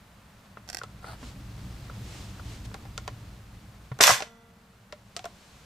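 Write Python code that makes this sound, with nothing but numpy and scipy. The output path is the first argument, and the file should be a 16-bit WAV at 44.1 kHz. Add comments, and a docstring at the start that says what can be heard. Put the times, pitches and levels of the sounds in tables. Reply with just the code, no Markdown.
"""A quiet room, where a plastic toy electric rifle is turned over on a blanket close to a hand-held camera.
Impacts of loose parts ring its shell, a seam creaks by stick-slip, a glove and sleeve rustle by friction,
and the grip rumbles in the microphone. Then the cocked spring is let go: latch and piston slam, the gears
spin back rattling, and the spring rings on in free vibration while the camera's gain recovers."""
import sys
import numpy as np
from scipy import signal
from scipy.fft import rfft, irfft
from scipy.io import wavfile
from scipy.ndimage import uniform_filter1d

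SR = 44100
rng = np.random.default_rng(int(sys.argv[2]) if len(sys.argv) > 2 else 0)


def master_out(mix):
    """Clip the mix to full scale and print it as 16-bit PCM to the path in sys.argv[1]."""
    frames = np.transpose(np.atleast_2d(mix))
    ceiling = np.clip(frames, -1, 1)
    pcm = np.round(ceiling * 32767).astype(np.int16)
    wavfile.write(sys.argv[1], SR, pcm)


N = 249517
T = np.arange(N) / SR
HIT_T = T[:SR // 4]  # time axis of one impact
RELEASE_S, PISTON_S = 4.005, 4.076
PANEL_T60_S = .06


# blows of latch and gears, and two last clacks as they stop: start_s, level_db, centre_hz, t60_s
BLOWS = [(4.005, -7.5, 660, 0.0081), (4.0085, 4, 3424, 0.028), (4.0292, 5.5, 6800, 0.02),
         (4.0365, 8, 2870, 0.036), (4.0695, 6, 8050, .035), (4.077, -1.5, 4000, 0.051),
         (4.204, -16.5, 2820, 0.017), (4.2225, -15.5, 2840, 0.032)]
# modes of the metal gearbox: pitch_hz, level_db
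GEARBOX_MODES = [(1710, -11), (2025, -9.5), (2356, -12), (3020, -3), (3480, -1), (3735, -6), (4230, -6.5),
                 (4861, -12), (5170, -2), (5750, -1), (6170, -0.5), (7178, -5.5), (7810, -10.5), (8212, -7)]
# transmission through the stock: frequency_hz, gain_db
CASING_RESPONSE = [(120, -16.5), (320, -15.5), (520, -3.5), (800, 0), (1600, -0.5), (2700, -2.5),
                   (4000, -4), (6000, -3.5), (8000, -5), (10000, -12.5), (13000, -12.5), (16000, -28.5)]
# booms of the stock as piston and gears stop: start_s, panel_db, pitch_hz, shell_db
BOOMS = [(4.098, -10.5, 710, -26), (4.104, -8.5, 1087, -30), (4.205, -23, 777, -27),
         (4.2225, -24, 608, -26)]

def mechanism():
    """Forced vibration: blows and chattering teeth drive the gearbox and the plastic shell around it."""
    force = gear_chatter() + piston()
    for s, db, hz, t60 in BLOWS:
        add(force, s, undb(db) * contact(hz, t60, spread=2.3))
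    # slowing teeth meet more softly and lose their top
    softness = np.clip((T - 4.09) / .18, 0, 1)
    dulled = colour(force, [(300, -9), (1200, 2.5), (7000, -2.5), (12000, -6.5)])
    force = (1 - softness) * force + softness * dulled
    metal = undb(-45) * ring(GEARBOX_MODES, HIT_T, t60=.14, slope=0)
    plastic = undb(-45) * ring(SHELL_MODES, HIT_T, t60=.013, slope=.3)
    out = colour(force + convolve(force, metal + plastic), CASING_RESPONSE)
    for s, db, hz, shell_db in BOOMS:
        add(out, s, undb(db) * panel(hz, PANEL_T60_S) + undb(shell_db) * shell())
    add(out, 4.037, undb(-16) * ring([(11600, 0)], HIT_T, t60=.11, slope=0))  # a small steel part rings
    add(out, RELEASE_S, undb(-9) * contact(540, t60=.083, spread=1.4))  # the stock recoils
    return out


def gear_chatter(flight_s=.0024, lull_db=-12.5):
    """Random impacts: teeth rattle as the gears run out, with a lull while a part flies to its blow."""
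    attack_s, hold_s = .0076, .098
    spin_up = np.clip((T - RELEASE_S) / attack_s, 0, 1)
    run_out = fade(np.maximum(T - RELEASE_S - attack_s - hold_s, 0), t60=.25)
    flying = np.any([(T > s - flight_s) & (T < s) for s, *_ in BLOWS], axis=0)
    return grains(7000, scatter_db=.5) * spin_up * run_out * undb(-8 + lull_db * flying)


def piston(gap_s=.015, gap_ratio=.94, loss_db=1.5):
    """Inelastic collision: the piston lands dully and bounces, each time sooner and weaker."""
    out, s = np.zeros((2, N)), PISTON_S
    for k in range(3):
        add(out, s, undb(-1.5 - k * loss_db) * contact(951, t60=.036, spread=1.9))
        s += gap_s * gap_ratio ** k
    return out


# modes of the coil, a harmonic series with bending modes above: pitch_hz, level_db
SPRING_MODES = [(231, -2.5), (462, 0.5), (693, -3.5), (923, -6.5), (1153, -10), (1385, -0.5), (1978, -3.5),
                (2001, -8), (3219, -11.5), (3445, -2), (5905, -6)]

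def spring():
    """Free vibration: the coil rings on after the piston lands, wavering as it sways."""
    out = np.zeros((2, N))
    add(out, PISTON_S, undb(-48) * ring(SPRING_MODES, T[:2 * SR], t60=1.58, slope=.35))
    return out * undb(.51 * wander(4.97))


# modes of the plastic shell: pitch_hz, level_db
SHELL_MODES = [(330, -10.5), (440, 4.5), (590, 3), (740, -0.5), (1000, 3), (1100, 5), (1380, 1),
               (1560, -18.5), (1800, -4.5), (2030, -5.5), (2600, -12), (3500, -15)]

def shell():
    """Impulse response: a knock excites all modes of the shell, with a burst of noise."""
    return .27 * ring(SHELL_MODES, HIT_T, t60=.045, slope=.11) + .65 * contact(1100, t60=.052, spread=2.1)


def panel(hz, t60):
    """Damped oscillator: one panel rings, in phase in mid and side."""
    return fade(HIT_T, t60) * np.sin(2 * np.pi * hz * HIT_T) * np.array([[1], [.3]])


# contacts of loose parts: start_s, tick_db, tick_hz, panel_db, panel_hz, shell_db
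CLICKS = [(.835, -31, 5000, -35, 1290, -35), (2.743, -32, 4800, -38.5, 804, -31.5),
          (2.852, -50, 4500, -45, 788, -42.5), (2.978, -22.5, 4730, -39, 1416, -32.5),
          (3.078, -26.5, 4070, -37, 1000, -27), (3.989, -30.5, 6000, -36, 762, -32),
          (4.925, -28.5, 2730, -31.5, 601, -34), (5.1654, -18.5, 4020, -31.5, 696, -37),
          (5.171, -26.5, 6840, -39, 1290, -51), (5.193, -30, 3360, -36, 745, -44),
          (5.243, -32.5, 3570, -34, 675, -33), (5.2548, -27.5, 6360, -28, 689, -30)]

def loose_parts(lag_s=.00102):
    """Hard impact: each brief contact ticks and rattles, then rings one panel and the shell."""
    out = np.zeros((2, N))
    for s, tick_db, tick_hz, *_ in CLICKS:
        body = undb(-34.5) * ring(SHELL_MODES, HIT_T, t60=.029, slope=.22)
        tick = contact(tick_hz, t60=.0085, spread=1.6, order=1)
        rattle = undb(-14) * contact(tick_hz, t60=.06, spread=2.2)
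        add(out, s, undb(tick_db) * (tick + rattle + body))
    out = colour(out, [(300, 2.5), (1500, 6), (7500, 1.5), (10000, -9), (15000, -8)])
    for s, _, _, panel_db, panel_hz, shell_db in CLICKS:
        t60 = PANEL_T60_S * (panel_hz / 1000) ** -.45  # lower panels ring longer
        add(out, s + lag_s, undb(panel_db) * panel(panel_hz, t60) + undb(shell_db) * shell())
    return out


# light hollow taps on the stock: start_s, panel_db, pitch_hz, shell_db
TAPS = [(.571, -32.5, 1310, -37), (0.815, -22.5, 1410, -36), (1.043, -28, 1360, -37),
        (1.898, -29, 1360, -41), (2.396, -32.5, 1400, -40), (2.715, -43, 1070, -41)]
# thuds of the rifle against hand and blanket: start_s, panel_db, pitch_hz, shell_db
THUDS = [(1.228, -36, 243, -36.5), (3.915, -24, 128, -31.5), (4.005, -26.5, 135, -27),
         (4.091, -28, 147, -27.5), (4.114, -23, 117, -36)]

def knocks(events, attack_s, t60):
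    """Soft impact: panel and shell build up gradually, so they ring without a tick."""
    out = np.zeros((2, N))
    onset = 1 - fade(HIT_T, attack_s)
    for s, db, hz, shell_db in events:
        add(out, s, (undb(db) * panel(hz, t60) + undb(shell_db) * shell()) * onset)
    return out


# strongest slips of a seam in the stock: start_s, level_db
SLIPS = [(.689, -27.5), (.700, -24), (.730, -28.5), (.747, -20.5), (.770, -26), (.788, -29)]

def creak(catch_s=.0029, catch_db=-8.5):
    """Stick-slip friction: the seam creeps in tiny ticks; now and then it jumps and catches again."""
    creep = unit_rms(convolve(grains(300, scatter_db=7.5), slip()))
    out = undb(-52) * creep * swell(.668, attack_s=.018, hold_s=.1, release_s=.03)
    for s, db in SLIPS:
        add(out, s, undb(db) * slip())
        add(out, s + catch_s, undb(db + catch_db) * slip())
    return colour(out, [(7000, 1), (12000, -1.5)])


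# modes of the seam: pitch_hz, level_db
SEAM_MODES = [(350, -14.5), (730, -1.5), (1550, 0), (1900, -0.5), (2620, -3), (3240, -7), (4400, 1),
              (4890, 1), (5340, 4), (5820, 5), (7430, 1.5)]

def slip():
    """Impulsive excitation: one slip cracks and briefly rings the seam."""
    ringing = ring(SEAM_MODES, HIT_T, t60=.023, slope=.5)
    return .21 * ringing + .7 * contact(5600, t60=.008, spread=1.8, order=1)


# spectrum of the grip's rumble: frequency_hz, level_db
GRIP_SPECTRUM = [(20, -18), (45, -3.5), (62, 1.5), (85, -5), (115, 2), (160, -12), (195, -7), (240, -19),
                 (300, -14.5), (400, -32.5), (800, -47.5)]

def grip(speed):
    """Structure-borne sound: the grip rumbles unevenly, louder as the hands move faster."""
    level = np.hypot(undb(-56.5), undb(-40.5) * speed)  # rest and motion add in power
    return noise(GRIP_SPECTRUM) * level * undb(.99 * wander(17))


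# spectrum of sliding cloth: frequency_hz, level_db
CLOTH_SPECTRUM = [(100, -17), (400, 8.5), (800, 5.5), (1300, 3), (1900, 0.5), (3300, -0.5), (4400, -1),
                  (5500, -4), (8000, -8), (10000, -16.5), (14000, -23.5)]

def cloth(speed):
    """Sliding friction: dense tiny impacts merge into a rustle that grows with the hands' speed."""
    rustle = unit_rms(colour(grains(7300, scatter_db=1), CLOTH_SPECTRUM))
    level = np.hypot(undb(-63), undb(-54.5) * speed)
    return rustle * level * undb(.7 * wander(32))


# resonances of the scraped stock: pitch_hz, level_db
SCRAPE_MODES = [(670, -3), (850, 0), (1100, -14), (1330, 4.5), (1600, -13), (4450, 2), (8600, -0.5)]

def scrape():
    """Frictional excitation: a brief run of tiny impacts drives the stock's resonances."""
    rasp = convolve(grains(1500, scatter_db=-.5), ring(SCRAPE_MODES, HIT_T, t60=.013, slope=1))
    return undb(-45.5) * unit_rms(rasp) * swell(1.002, attack_s=.086, hold_s=.045, release_s=.036)


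# sweeps of sleeve and glove: centre_s, half_width_s, level_db
SWISHES = [(1.259, 0.048, -51), (2.17, 0.105, -49), (2.52, 0.066, -51), (2.655, 0.0068, -49),
           (5.48, 0.29, -58)]
# spectrum of a sweep: frequency_hz, level_db
SLEEVE_SPECTRUM = [(300, 4.5), (1200, -4), (3000, -1.5), (4400, -2.5), (7500, -6), (10000, -13.5),
                   (14000, -24)]

def sleeve():
    """Friction noise: each sweep of sleeve and glove rises and falls as a Gaussian pulse."""
    sweeps = sum(undb(db) * np.exp(-.5 * ((T - s) / width) ** 2) for s, width, db in SWISHES)
    return sweeps * noise(SLEEVE_SPECTRUM)


def reverberation(x, t60, wet_db):
    """Absorption: soft furnishings return only a short, dull tail, added to the direct sound."""
    t = T[:SR]
    reflections = rng.standard_normal((2, SR)) * fade(t, t60) * (1 - fade(t, .031))
    tail = colour(reflections, [(200, -12), (2000, -3), (7000, -5.5), (12000, -7)])
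    return x + undb(wet_db) * convolve(x[0], unit_rms(tail) / np.sqrt(SR))


# spectrum of the quiet room: frequency_hz, level_db
ROOM_SPECTRUM = [(20, -8.5), (60, -7.5), (130, -5.5), (200, 8), (300, -18), (600, -9), (1300, -10),
                 (2500, -18), (5000, -27.5), (10000, -27), (15000, -30)]

def room_tone():
    """Stationary noise: a faint, low background."""
    return undb(-57) * noise(ROOM_SPECTRUM)


def ring(modes, t, t60, slope):
    """Modal superposition, mid and side; t60 holds at 1 kHz, and a positive slope damps high modes more."""
    return sum(undb(db) * fade(t, t60 * (hz / 1000) ** -slope)
               * np.sin(2 * np.pi * (hz * t + rng.random((2, 1)))) for hz, db in modes)


def contact(hz, t60, spread, order=2):
    """Contact transient: a push and dying chatter in the band from hz / spread to hz * spread."""
    band = signal.butter(order, [hz / spread, min(hz * spread, SR * .45)], 'band', fs=SR, output='sos')
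    envelope = fade(HIT_T, t60)
    push = (HIT_T == 0) * np.array([[4], [0]])  # in the mid only
    burst = signal.sosfilt(band, push + rng.standard_normal((2, len(HIT_T))) * envelope)
    return .5 * np.linalg.norm(envelope) * burst / np.linalg.norm(burst, axis=1, keepdims=True)


def grains(per_s, scatter_db):
    """Shot noise: random tiny impacts of uneven size, mid and side, rms 1."""
    hits = (rng.random(N) < per_s / SR) * undb(scatter_db * rng.standard_normal(N))
    return unit_rms(hits * rng.choice([-1, 1], (2, N)))


def noise(spectrum):
    """Filtered white noise, mid and side, rms 1."""
    return unit_rms(colour(rng.standard_normal((2, N)), spectrum))


def wander(rate_hz):
    """Smooth random modulation, rms 1."""
    k = int(SR / rate_hz)
    steps = np.repeat(rng.standard_normal(N // k + 1), k)
    return unit_rms(uniform_filter1d(steps, k)[:N])


def swell(start_s, attack_s, hold_s, release_s):
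    """Trapezoidal envelope: rise to 1, hold, fall to 0."""
    return np.interp(T, start_s + np.cumsum([0, attack_s, hold_s, release_s]), [0, 1, 1, 0])


def fade(t, t60):
    """Exponential decay, 60 dB in t60 seconds."""
    return np.exp(-np.log(1000) * t / t60)


def colour(x, points):
    """Minimum-phase filter through (frequency_hz, gain_db) points."""
    hz, db = np.transpose(points)
    size = 8192
    bins_hz = np.arange(size // 2 + 1) * SR / size
    gain = undb(np.interp(np.log(bins_hz + 1), np.log(hz), db))
    cepstrum = irfft(np.log(gain))
    cepstrum[1:size // 2] *= 2  # folding the cepstrum makes the filter causal
    cepstrum[size // 2 + 1:] = 0
    return convolve(x, irfft(np.exp(rfft(cepstrum))))


def convolve(x, response):
    """Convolution, keeping the length."""
    return signal.fftconvolve(np.atleast_2d(x), np.atleast_2d(response), axes=1)[:, :x.shape[-1]]


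def add(track, start_s, sound):
    """Superposition: mix a sound into the track."""
    i = int(start_s * SR)
    track[..., i:i + sound.shape[-1]] += sound[..., :N - i]


def undb(db):
    """Decibels to gain."""
    return 10 ** (np.asarray(db) / 20)


def unit_rms(x):
    """Scale to rms 1."""
    return x / np.sqrt(np.mean(x ** 2))


# stereo width, the response of the side channel: frequency_hz, gain_db
SIDE_RESPONSE = [(60, -35.5), (130, -44), (300, -15.5), (600, -10), (1200, -7.5), (2400, -5), (4400, -7.5),
                 (8000, -6), (11000, -17)]

def scene():
    """Mid-side stereo: the sources sum to left and right, with gearbox and seam a little to the right."""
    snap, seam = mechanism(), creak()
    parts = loose_parts() + knocks(TAPS, attack_s=.0042, t60=.018) + knocks(THUDS, attack_s=.012, t60=.12)
    rifle = reverberation(snap + parts + seam + spring(), t60=.27, wet_db=-18)
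    hand_speed = swell(.53, attack_s=1.187, hold_s=.5, release_s=2.16)  # the rifle is turned over once
    handling = grip(hand_speed) + cloth(hand_speed) + scrape() + sleeve()
    mid, side = rifle + handling + room_tone()
    side = colour(undb(1) * side - .22 * snap[0] - seam[0], SIDE_RESPONSE)[0]
    return np.array([mid + side, mid - side])


def gain_control(x, threshold_db=-17.5, ratio=1.395, recovery_db_per_s=2.5):
    """Compression: a loud sound turns the gain down at once; it creeps back slowly."""
    level_db = 10 * np.log10(uniform_filter1d(np.mean(x ** 2, axis=0), size=128) + 1e-9)
    cut_db = np.maximum(level_db - threshold_db, 0) * (1 - 1 / ratio)
    recovery_db = recovery_db_per_s * T
    return x * undb(recovery_db - np.maximum.accumulate(cut_db + recovery_db))


def record(dry):
    """Saturation and band limiting: the camera ducks its gain, rounds the peaks and cuts the top."""
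    lowpass = signal.ellip(8, .2, 70, 15300, fs=SR, output='sos')
    return signal.sosfilt(lowpass, np.tanh(gain_control(dry)))


dry = scene()
out = record(dry)
master_out(out)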